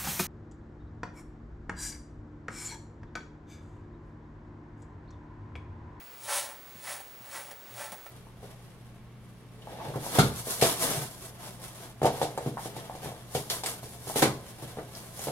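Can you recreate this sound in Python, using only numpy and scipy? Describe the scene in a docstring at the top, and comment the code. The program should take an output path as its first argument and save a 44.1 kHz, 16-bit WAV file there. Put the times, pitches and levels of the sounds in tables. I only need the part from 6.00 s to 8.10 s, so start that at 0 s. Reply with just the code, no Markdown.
"""A flat bristle brush scrubs to and fro on a stretched canvas: four strokes that swell and fade.
Its bristles flick over the threads, hissing and making the canvas ring with a rasp.
Around the strokes the brush drags and taps, the canvas drums and its frame bumps the easel.
Behind it is a small, quiet studio with mains hum and a thin electrical whine, heard in mono."""
import sys
import numpy as np
from scipy import signal
from scipy.fft import rfft, irfft, next_fast_len
from scipy.io import wavfile
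from scipy.ndimage import map_coordinates

SR = 44100
rng = np.random.default_rng(int(sys.argv[2]) if len(sys.argv) > 2 else 0)


def output_pcm(signal):
    """Save a mono or channel-first signal as 16-bit PCM at the path in sys.argv[1].

    Samples are clipped to [-1, 1] before scaling.
    """
    pcm = np.clip(np.atleast_2d(signal).T, -1, 1) * 32767
    wavfile.write(sys.argv[1], SR, np.round(pcm).astype(np.int16))


N = 92610  # 2.1 seconds

# Tone of the room's steady noise (frequency [Hz], relative level [dB])
AIR_SPECTRUM = [(20, -23), (50, 0), (120, -2.5), (200, -0.5), (400, 1), (600, 1.5), (1200, -0.5),
                (2200, -3.5), (3500, -7.5), (6000, -9.5), (10000, -11.5), (13000, -16.5), (15500, -9.5)]
# Tones of the hum (frequency [Hz], level [dB])
HUM_TONES = [(59.3, -74.5), (88, -78.5), (118.5, -68.5)]
# How long the room echoes (frequency [Hz], time to fade by 60 dB [s])
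ECHO_TIMES = [(150, 0.33), (1000, 0.3), (5000, 0.16), (14000, 0.17)]
# The frame bumps the easel (time [s], level [dB])
FRAME_BUMPS = [(.752, -44.5), (1.206, -48), (1.921, -42.5)]
# Tones of the bumped frame (frequency [Hz], relative level [dB], time to fade by 60 dB [s])
FRAME_TONES = [(127, -7, 0.25), (189, -3.5, .12), (217, 0, 0.059)]
# The canvas drums under the brush (time [s], level [dB], half length [s])
DRUM_PULSES = [(0.253, -58, 0.031), (1.747, -53, 0.032)]
# Strong ringing tones of the canvas (frequency [Hz], width [Hz], relative level [dB])
CANVAS_TONES = [(582.5, 7.7, -2.5), (619, 26, -2.5), (802, 8.8, 0.5), (856, 20, -2), (907, 23, -3),
                (953, 21, -15), (1078, 48, -4.5), (1308, 25, -0.5), (1337.4, 16, 0.5), (1514, 33, -3.5),
                (1620, 30, -7), (1755.5, 35, -0.5), (1903, 68, -6), (2165, 47, -6.5), (2425, 17, -9)]
# Its many weaker tones, blurred into a wash (frequency [Hz], relative level [dB])
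WASH_SPECTRUM = [(100, -27), (250, -17), (430, -19.5), (560, 3), (900, 3), (1400, -2.5), (2000, -2.5),
                 (2700, -16), (5000, -28.5)]
# Tone of the bristles' hiss (frequency [Hz], relative level [dB])
BRISTLE_SPECTRUM = [(800, -23.5), (2000, -6.5), (3000, -2), (4500, -2.5), (6000, -1), (8000, -0.5),
                    (9500, 2.5), (10600, 2.5), (12000, -5), (13500, -12.5), (15500, -9.5)]
# The brush taps the canvas
# (time [s], canvas ring [dB], bristle crunch [dB], time to fade by 30 dB [s], brightness [dB/octave])
BRUSH_TAPS = [(.001, -47.5, -57, 0.047, 3), (1.003, -41.5, -47.5, 0.022, -6), (1.51, -42.5, -45, .035, -7),
              (1.918, -36, -41.5, 0.055, -4.5), (2.062, -43, -53, 0.031, -1)]
# The bristle tips drag lightly as the brush turns (time [s], hiss level [dB], half length [s])
TIP_DRAGS = [(0.477, -50.5, 0.053), (1.007, -57, 0.022), (1.271, -56, 0.033), (1.469, -55.5, 0.047),
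             (1.964, -63, .05)]
# The brush strokes (fastest moment [s], hiss level [dB], rise [dB/s], fall [dB/s],
# grip start [s], grip end [s], rasp level [dB], pitch this spot of canvas favours [Hz])
BRUSH_STROKES = [(0.354, -31, 215, 205, 0.28, 0.39, -34.5, 1050),
                 (.908, -40.5, 220, 212, 0.85, 0.96, -41.5, 1870),
                 (1.362, -43.5, 280, 199, 1.329, 1.389, -38, 1640),
                 (1.816, -43, 246, 236, 1.776, 1.862, -39.5, 640)]


def amp(db):
    """Turn decibels into a number to multiply a sound by."""
    return 10 ** (np.asarray(db) / 20)


def unit(x):
    """Scale a signal or a filter to an average power of 1."""
    return x / np.sqrt(np.mean(abs(x) ** 2) + 1e-20)


def clock():
    """The time of every sample, in seconds."""
    return np.arange(N) / SR


def along(points, hz):
    """Read between the rows of a (frequency, value) table, with octaves evenly spaced."""
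    freqs, values = np.transpose(points)
    return np.interp(np.log(hz + 1), np.log(freqs + 1), values)


def wobble(per_s):
    """A smooth curve through per_s random values a second."""
    return map_coordinates(rng.standard_normal(4096), [clock() * per_s], mode="wrap")


def bell(x, centre, half_width):
    """A soft hill that reaches 1 at its centre."""
    return np.exp(-0.5 * ((x - centre) / half_width) ** 2)


def filtered(x, response):
    """Turn each frequency in x up or down by response(frequency)."""
    size = next_fast_len(N + SR // 2)
    return irfft(rfft(x, size) * response(np.fft.rfftfreq(size, 1 / SR)), size)[..., :N]


def causal(spectrum):
    """A filter with this spectrum that rings only after it is struck, never before."""
    size = next_fast_len(N + SR // 2)
    gains = amp(along(spectrum, np.fft.rfftfreq(size, 1 / SR)))
    cepstrum = irfft(np.log(gains), size)
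    cepstrum[1:size // 2] *= 2  # move the part before time zero to after it
    cepstrum[size // 2 + 1:] = 0
    return unit(np.exp(rfft(cepstrum)))


def background():
    """Soft room air, a wavering mains hum and a steady electrical whine."""
    air_db, whine_db, whine_hz = -52.5, -51.5, 15685.6
    t = clock()
    air = unit(filtered(rng.standard_normal(N), lambda f: amp(along(AIR_SPECTRUM, f))))
    hum = sum(amp(db + 2.2 * wobble(7.5)) * unit(np.sin(2 * np.pi * hz * t + 0.8 * wobble(7.3)))
              for hz, db in HUM_TONES)
    whine = unit(np.sin(2 * np.pi * whine_hz * t))
    return amp(air_db + 0.56 * wobble(7.6)) * air + hum + amp(whine_db) * whine


def room_echo(sound):
    """The studio's walls add a short echo, in which high sounds die sooner."""
    hz, t, noise = signal.stft(rng.standard_normal(SR // 2), SR, nperseg=256)
    fade = amp(-60 * t / along(ECHO_TIMES, hz)[:, None])
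    tail = signal.istft(noise * fade, SR, nperseg=256)[1]
    delayed = np.pad(sound, (SR // 250, 0))  # 4 ms late
    return signal.fftconvolve(delayed, tail / np.linalg.norm(tail))[:N]


def frame_bumps():
    """The frame knocks softly on the easel and rings with a few low, fading tones."""
    out = np.zeros(N)
    for time, bump_db in FRAME_BUMPS:
        age = np.maximum(clock() - time, 0)
        ring = sum(amp(bump_db + db - 60 * age / fade_s) * np.sin(2 * np.pi * hz * age)
                   for hz, db, fade_s in FRAME_TONES)
        out += (1 - np.exp(-age / 0.0024)) * ring  # a soft start dulls the knock
    return out


def canvas_drumming(hz=116.8):
    """Under the brush, the canvas briefly sounds its lowest note, like a drum skin."""
    loudness = sum(amp(db) * bell(clock(), time, half_s) for time, db, half_s in DRUM_PULSES)
    return loudness * unit(np.sin(2 * np.pi * hz * clock() + 0.33 * wobble(22)))


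def canvas_ring(force, brightness=0, wash_db=0.5):
    """A push makes the canvas ring at its strong tones, over a wash of weaker ones."""
    def response(f):
        tones = sum(amp(db) * 1j * f * width / (hz * hz - f * f + 1j * f * width)
                    for hz, width, db in CANVAS_TONES)
        wash = amp(wash_db) * causal(WASH_SPECTRUM)
        tilt = amp(brightness * np.log2(np.clip(f, 500, 3000) / 1000))
        return unit((unit(tones) + wash) * tilt)
    return filtered(force, response)


def flicks(clump_db, spread_db=1.5):
    """Bristles slip off threads: countless tiny clicks of uneven size, coming in clumps."""
    clicks = rng.standard_normal(N) * amp(spread_db * rng.standard_normal(N))
    return unit(clicks * amp(clump_db * wobble(260)))


def spot_flicks(hz, cut_db=2, half_octaves=0.29):
    """Flicks on one spot of the canvas, where pitches far from hz are a little weaker."""
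    def response(f):
        closeness = bell(np.log2(f + 1), np.log2(hz), half_octaves)
        return amp(cut_db * (closeness - 1))
    return filtered(flicks(clump_db=1.1), response)


def bristle_hiss(force):
    """The flicking bristles give off a bright hiss of their own."""
    return filtered(force, lambda f: causal(BRISTLE_SPECTRUM))


def brush_taps(rise_s=0.0012, hold_s=0.0027):
    """The brush lands: its bristles buckle in a short crunch that rings the canvas."""
    out = np.zeros(N)
    for time, ring_db, crunch_db, fade_s, brightness in BRUSH_TAPS:
        age = np.maximum(clock() - time, 0)
        fade = amp(-30 * np.maximum(age - hold_s, 0) / fade_s)
        push = (1 - np.exp(-age / rise_s)) * fade
        out += amp(ring_db) * canvas_ring(push * flicks(clump_db=3), brightness)
        out += amp(crunch_db) * bristle_hiss(push * flicks(clump_db=1.5))
    return out


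def swell(peak_time, rise, fall, crest_s=0.045):
    """A stroke's level in dB: the brush speeds up, stays briefly near full speed, then slows."""
    offset = clock() - peak_time
    return -np.where(offset < 0, rise, fall) * (np.hypot(offset, crest_s) - crest_s)


def grip(start, end, press_s=0.011, release_s=0.027):
    """The bristles press into the weave, hold, then let go."""
    press = 1 + np.tanh((clock() - start) / press_s / 2)
    release = 1 - np.tanh((clock() - end) / release_s / 2)
    return press * release / 4


def brush_strokes(drag_rasp_db=2.5, glide_rasp_db=-8):
    """The brush's speed drives the hiss; the canvas rasps most where the bristles grip it."""
    drag = np.sqrt(sum((amp(db) * bell(clock(), time, half_s)) ** 2 for time, db, half_s in TIP_DRAGS))
    hiss = drag * flicks(clump_db=1.5)
    rasp = amp(drag_rasp_db) * drag * flicks(clump_db=2.5)
    for time, hiss_db, rise, fall, start, end, rasp_db, spot_hz in BRUSH_STROKES:
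        glide = amp(hiss_db + swell(time, rise, fall))
        gripping = amp(rasp_db) * grip(start, end)
        hiss += glide * flicks(clump_db=0.65)
        rasp += np.hypot(gripping, amp(glide_rasp_db) * glide) * spot_flicks(spot_hz)
    pressure = amp(0.54 * wobble(55.04))  # the hand trembles a little
    return bristle_hiss(pressure * hiss) + canvas_ring(pressure * rasp)


def scene(echo_db=-8.5):
    """Brush, canvas and studio together, the same in both channels."""
    brush = brush_strokes() + brush_taps()
    mono = brush + amp(echo_db) * room_echo(brush) + frame_bumps() + canvas_drumming() + background()
    return np.array([mono, mono])


def record(dry, top_hz=15900):
    """Cut away the very highest sounds, above top_hz."""
    return filtered(dry, lambda hz: hz < top_hz)


dry = scene()
out = record(dry)
output_pcm(out)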